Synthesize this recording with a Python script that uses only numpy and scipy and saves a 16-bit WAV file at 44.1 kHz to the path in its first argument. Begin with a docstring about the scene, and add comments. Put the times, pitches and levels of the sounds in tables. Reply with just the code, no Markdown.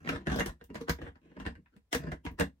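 """A plastic lid knocks and scrapes over a clear tub on a wooden table and is pressed shut, close by.
Knocks: each contact excites a shell of noise overtones and sine modes, plus low sines for the tub.
Scrapes: random stick-slip impulses drive the same shell. Pings: narrow resonances with drifting phase.
Behind them lies the faint hum and hiss of a small quiet room, made of shaped noise."""
import sys
import numpy as np
from scipy import signal
from scipy.fft import rfft, irfft, next_fast_len
from scipy.io import wavfile

SR = 44100
rng = np.random.default_rng(int(sys.argv[2]) if len(sys.argv) > 2 else 0)


def unload_wav(signal):
    """Save mono or channel-first audio to the path in sys.argv[1] as 16-bit WAV at rate SR, clipped to [-1, 1]."""
    wavfile.write(
        sys.argv[1],
        SR,
        np.round(np.clip(np.atleast_2d(signal).T, -1, 1) * 32767).astype(np.int16),
    )


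N = 114660
RING_S = 0.22  # length of one computed ring
TOP_HZ = 16100  # band limit

STRIKE_S = 0.02  # a contact's levels hold over this span
SOFT_RISE_S, SOFT_SNAP_DB = 0.00047, -18  # rise time constant at this snap-over-body level
HARDNESS_DB = 30  # this much more snap over body shortens the rise by 1/e
LEAD_IN_DB, LEAD_IN_SWELL_S = -13, 0.0052  # reference level at softness 1, growth time constant
LEAD_IN_S, LEAD_IN_STEP_S = 0.018, 0.002
# contacts of lid and tub [start_s, thump_db, body_db, clack_db, snap_db]
CONTACTS = [(0.074, -71, -42.5, -40, -59), (0.09, -48, -36, -33, -48), (0.27, -41, -32, -36.5, -52.5),
            (0.299, -40, -47, -42, -58.5), (0.318, -62, -31, -44, -57.5), (0.36, -66, -35, -48, -50),
            (0.389, -60, -37.5, -40, -52), (0.396, -49, -37, -38, -47), (0.405, -44, -39, -33.5, -51.5),
            (0.46, -46, -38.5, -44.5, -47.5), (0.612, -60, -53.5, -59, -76), (0.641, -58.5, -89, -73, -69),
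            (0.702, -57, -44.5, -60.5, -79.5), (0.745, -55, -49.5, -52.5, -62),
            (0.755, -55, -42.5, -45, -57.5), (0.812, -53, -40.5, -53.5, -62.5),
            (0.883, -73, -38.5, -40, -58.5), (0.895, -33.5, -34.5, -33.5, -40), (0.987, -71, -49, -57, -76),
            (1.016, -64, -44, -52.5, -66.5), (1.065, -69, -52, -52, -90), (1.156, -67, -62, -64.5, -83.5),
            (1.257, -92, -58, -79.5, -93), (1.316, -77, -58, -68.5, -88), (1.367, -59, -45.5, -56, -76),
            (1.4, -72, -45.5, -50, -64.5), (1.417, -49, -48, -72, -80), (1.453, -44.5, -54, -49.5, -66.5),
            (1.464, -39, -37.5, -41.5, -57.5), (1.553, -58, -67.5, -61, -78.5),
            (1.66, -87.5, -97.5, -69, -97), (1.765, -72.5, -72, -72.5, -78), (1.9285, -62, -38, -34, -40),
            (1.948, -42, -35, -35, -42), (2.036, -47, -41.5, -57, -72), (2.071, -53, -42.5, -52, -85),
            (2.118, -42, -41, -42.5, -60.5), (2.251, -74, -38.5, -51, -59),
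            (2.264, -39.5, -44.5, -43.5, -60.5), (2.313, -50, -50.5, -90, -74.5),
            (2.389, -48, -44, -45.5, -62), (2.398, -37, -29.5, -36.5, -43),
            (2.408, -33.5, -30.5, -31, -47.5)]
# share of the rise time for thump, body, clack, snap [ratio]
RISE_SHARE = [1, 1, .5, .25]


def knocks():
    """Soft contacts rise slowly as the plastic gives, hard ones fast; swelling rim slips lead in."""
    out = np.zeros((2, N))
    t = np.arange(int(RING_S * SR)) / SR
    for start_s, thump_db, body_db, clack_db, snap_db in CONTACTS:
        softness = np.exp((SOFT_SNAP_DB - snap_db + body_db) / HARDNESS_DB)
        rise_s = SOFT_RISE_S * softness * np.reshape(RISE_SHARE, (-1, 1, 1))
        bands = shell() * (1 - np.exp(-t / rise_s))
        blow = blend(bands, [thump_db, body_db, clack_db, snap_db], STRIKE_S)
        add(out, start_s, blow)
        for ahead_s in np.arange(LEAD_IN_STEP_S, LEAD_IN_S, LEAD_IN_STEP_S):
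            swell = np.exp(-ahead_s / LEAD_IN_SWELL_S)
            gain = softness * amp(LEAD_IN_DB) * swell * rng.choice([-1, 1])
            slip_s = start_s - ahead_s - LEAD_IN_STEP_S * rng.random()
            add(out, slip_s, gain * blow)
    return out


SLIPS_PER_S, SLIP_SCATTER_DB, SCRAPE_FADE_S = 380, 3, 0.005
SCRAPE_DULL_DB = 14.5  # snap lies this far under clack
# the rim dragging [start_s, length_s, thump_db, body_db, clack_db]
SCRAPES = [(.0, 0.043, -61, -58.5, -65.5), (0.041, 0.11, -66, -43.5, -52.5),
           (0.114, 0.054, -43.5, -42, -44.5), (0.171, 0.073, -63, -52, -65), (0.282, 0.14, -41, -39, -42),
           (.465, 0.038, -42.5, -52, -49), (0.766, 0.045, -59, -56.5, -58.5),
           (0.997, 0.095, -47.5, -52.5, -60), (1.211, 0.15, -73, -63.5, -75),
           (1.374, 0.14, -56, -51.5, -62), (1.56, 0.032, -59, -60.5, -103), (1.72, 0.058, -78.5, -69, -79),
           (1.987, 0.11, -65, -46, -58.5), (2.283, 0.066, -58, -62.5, -78)]


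def scrapes():
    """The rim sticks and slips at random times; each slip rings the shell."""
    out = np.zeros((2, N))
    t = np.arange(int(RING_S * SR)) / SR
    for start_s, length_s, thump_db, body_db, clack_db in SCRAPES:
        hits = rng.random(len(t)) < SLIPS_PER_S / SR
        sizes = amp(SLIP_SCATTER_DB * rng.standard_normal(len(t)))
        slips = hits * sizes * rng.choice([-1, 1], len(t))
        stroke = np.clip(np.minimum(t, length_s - t) / SCRAPE_FADE_S, 0, 1)
        bands = signal.fftconvolve(shell(), (slips * stroke)[None, None], axes=-1)
        levels_db = [thump_db, body_db, clack_db, clack_db - SCRAPE_DULL_DB]
        add(out, start_s, blend(bands, levels_db, length_s))
    return out


PING_T60_S, PING_RISE_S = 0.11, 0.002
PING_DRIFT_PER_S = 9.2  # phase variance grows by pi times this, in rad^2 per s
# lid ringing where its rim slips free or seats; the spot sets the pitch [start_s, pitch_hz, gain_db]
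PINGS = [(.396, 6480, -39.5), (0.405, 2790, -33), (0.895, 161.7, -23.5), (1.553, 1566, -58),
         (1.762, 202, -48.5), (1.949, 479, -26), (2.071, 1670, -46), (2.116, 2045, -42.5),
         (2.41, 460, -30.5)]


def pings():
    """A narrow rim resonance: a decaying sine whose phase drifts separately left and right."""
    out = np.zeros((2, N))
    t = np.arange(int(RING_S * SR)) / SR
    fade = amp(-60 * t / PING_T60_S) * -np.expm1(-t / PING_RISE_S)
    for start_s, pitch_hz, gain_db in PINGS:
        steps = rng.standard_normal((2, len(t))) * np.sqrt(np.pi * PING_DRIFT_PER_S / SR)
        waver = np.cumsum(steps, axis=1)
        add(out, start_s, amp(gain_db) * fade * np.sin(2 * np.pi * pitch_hz * t + waver))
    return out


THUMP_RISE_S, THUMP_LOW_HZ = 0.008, 40
# modes of the tub on the table, relative levels [pitch_hz, level_db, t60_s]
TUB = [(53, 1.5, 0.084), (65.3, 0, 0.21), (81, -3, 0.16)]


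def tub_thump(t):
    """The hollow tub on the table: a few low decaying modes with a gradual onset."""
    modes = sum(amp(db - 60 * t / t60_s) * np.sin(2 * np.pi * hz * t) for hz, db, t60_s in TUB)
    high_pass = signal.butter(4, THUMP_LOW_HZ, "high", fs=SR, output="sos")
    return signal.sosfilt(high_pass, modes * (1 - np.exp(-t / THUMP_RISE_S)))


CRACK_DB, CRACK_T60_S = 0, 0.0055  # added copy of the overtones; this decay multiplies theirs
MODE_DB, MODE_SCATTER_DB, DETUNE = -6.5, 2.5, 0.011  # DETUNE: standard deviation, ratio
# modes of the lid, relative levels [pitch_hz, level_db]
LID = [(159, -1), (192, -1), (273, 1), (342, -5), (468, 1), (600, -8.5), (965, -5.5), (1044, -8.5),
       (1620, -8.5), (2780, -9.5)]
# colour of the shell's dense overtones [pitch_hz, level_db]
SHELL = [(100, 1.5), (260, 17.5), (480, 6), (1300, 1.5), (1800, 8), (2400, -3.5), (6500, -15),
         (16000, -31.5)]
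# decay of shell and room together [pitch_hz, t60_s]
RING_T60 = [(150, 0.22), (320, 0.13)]
# lower edges of body, clack, snap [edge_hz]
BAND_EDGES_HZ = [125, 700, 3500]


def shell():
    """One blow's answer in four bands: tub thump, then the lid's body, clack and snap."""
    t = np.arange(int(RING_S * SR)) / SR
    hz, frame_s, spectrum = signal.stft(noise(SHELL, size=len(t)), SR, nperseg=256)
    decay = amp(-60 * frame_s / along(RING_T60, hz)[:, None])
    ring = signal.istft(spectrum * decay, SR, nperseg=256)[1][:, :len(t)]
    ring = ring * (1 + amp(CRACK_DB - 60 * t / CRACK_T60_S))
    draws = rng.standard_normal((len(LID), 3))
    for (mode_hz, level_db), (size, pitch, phase) in zip(LID, draws):
        fade = amp(MODE_DB - 60 * t / along(RING_T60, mode_hz))
        spread = half_angle(mode_hz) * np.array([[-1], [1]]) * rng.choice([-1, 1])
        angle = 2 * np.pi * (mode_hz * (1 + DETUNE * pitch) * t + phase) + spread
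        ring += amp(level_db + MODE_SCATTER_DB * size) * fade * np.sin(angle)
    thump = tub_thump(t)
    bands = [[thump, thump]]
    edges = list(BAND_EDGES_HZ) + [TOP_HZ]
    for pair in zip(edges, edges[1:]):
        bands.append(signal.sosfilt(signal.butter(3, pair, "band", fs=SR, output="sos"), ring))
    return np.array(bands)


TOP_TILT = 0.93  # share of the clack-to-snap step that carries on to TOP_HZ
PLACE_DB = 4  # each point of contact favours other overtones
# centres of body, clack, snap [centre_hz]
BAND_CENTRES_HZ = [240, 1600, 8000]


def blend(bands, levels_db, length_s):
    """Tilt the ring smoothly through the body, clack and snap levels, then sum with the thump."""
    body, clack, snap = band_gains(bands, levels_db, length_s)[1:]
    top = snap + TOP_TILT * (snap - clack)
    tilt = list(zip(list(BAND_CENTRES_HZ) + [TOP_HZ], [body, clack, snap, top]))
    place_hz = np.geomspace(BAND_EDGES_HZ[0], TOP_HZ, 30)
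    place = np.column_stack([place_hz, PLACE_DB * rng.standard_normal(30)])
    lid = filtered(bands[1:], lambda hz: amp(along(tilt, hz) + along(place, hz)))
    bands = np.concatenate([bands[:1], lid])
    return np.tensordot(amp(band_gains(bands, levels_db, length_s)), bands, 1)


def band_gains(bands, levels_db, length_s):
    """The dB that bring each band's left-right mean to its level over the first length_s."""
    mono = bands[..., :int(length_s * SR)].mean(axis=1)
    power = np.mean(mono ** 2, axis=1)
    return np.asarray(levels_db) - 10 * np.log10(power + 1e-20)


FLOOR_DB = -75  # rms
# hum and hiss of the quiet room, relative levels [pitch_hz, level_db]
FLOOR = [(25, -16), (68, 0), (130, -14), (900, -31), (15000, -45)]


def room_floor():
    """Steady room hum and hiss: noise weighted to the bass."""
    return amp(FLOOR_DB) * noise(FLOOR, size=N)


# left-right likeness over frequency [pitch_hz, correlation]
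ALIKE = [(250, 0.97), (600, 0.53), (1300, 0.41), (3000, -0.077)]


def half_angle(hz):
    """Half the left-right angle whose cosine is the likeness, in radians."""
    return np.arccos(np.clip(along(ALIKE, hz), -1, 1)) / 2


def noise(spectrum, size):
    """Coloured stereo noise of rms 1, near mono in the bass."""
    def response(hz):
        return amp(along(spectrum, hz)) * [np.cos(half_angle(hz)), np.sin(half_angle(hz))]
    mid, side = filtered(rng.standard_normal((2, size)), response)
    pair = np.array([mid + side, mid - side])
    return pair / pair.std()


def amp(db):
    """Decibels to gain."""
    return 10 ** (np.asarray(db) / 20)


def along(points, hz):
    """Interpolate (Hz, value) points on a log frequency axis."""
    f, v = np.transpose(points)
    return np.interp(np.log(hz + 1), np.log(f + 1), v)


def filtered(x, response):
    """Multiply the spectrum of x by a response of frequency."""
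    n = x.shape[-1]
    m = next_fast_len(n + 2048)
    return irfft(rfft(x, m) * response(np.fft.rfftfreq(m, 1 / SR)), m)[..., :n]


def add(track, start_s, sound):
    """Mix a sound into the track at start_s."""
    part = track[:, max(0, round(start_s * SR)):][:, :sound.shape[1]]
    part += sound[:, :part.shape[1]]


LEFT_LEAD_S = 0.00028


def scene():
    """Knocks and scrapes reach the left channel first; pings and room floor are added."""
    sides = np.array([[1], [-1]])
    contact = knocks() + scrapes()
    lid = filtered(contact, lambda hz: np.exp(1j * np.pi * hz * LEFT_LEAD_S * sides))
    return lid + pings() + room_floor()


def record(dry):
    """Cut steeply above the band limit."""
    return filtered(dry, lambda hz: 1 / (1 + (hz / TOP_HZ) ** 120))


dry = scene()
out = record(dry)
unload_wav(out)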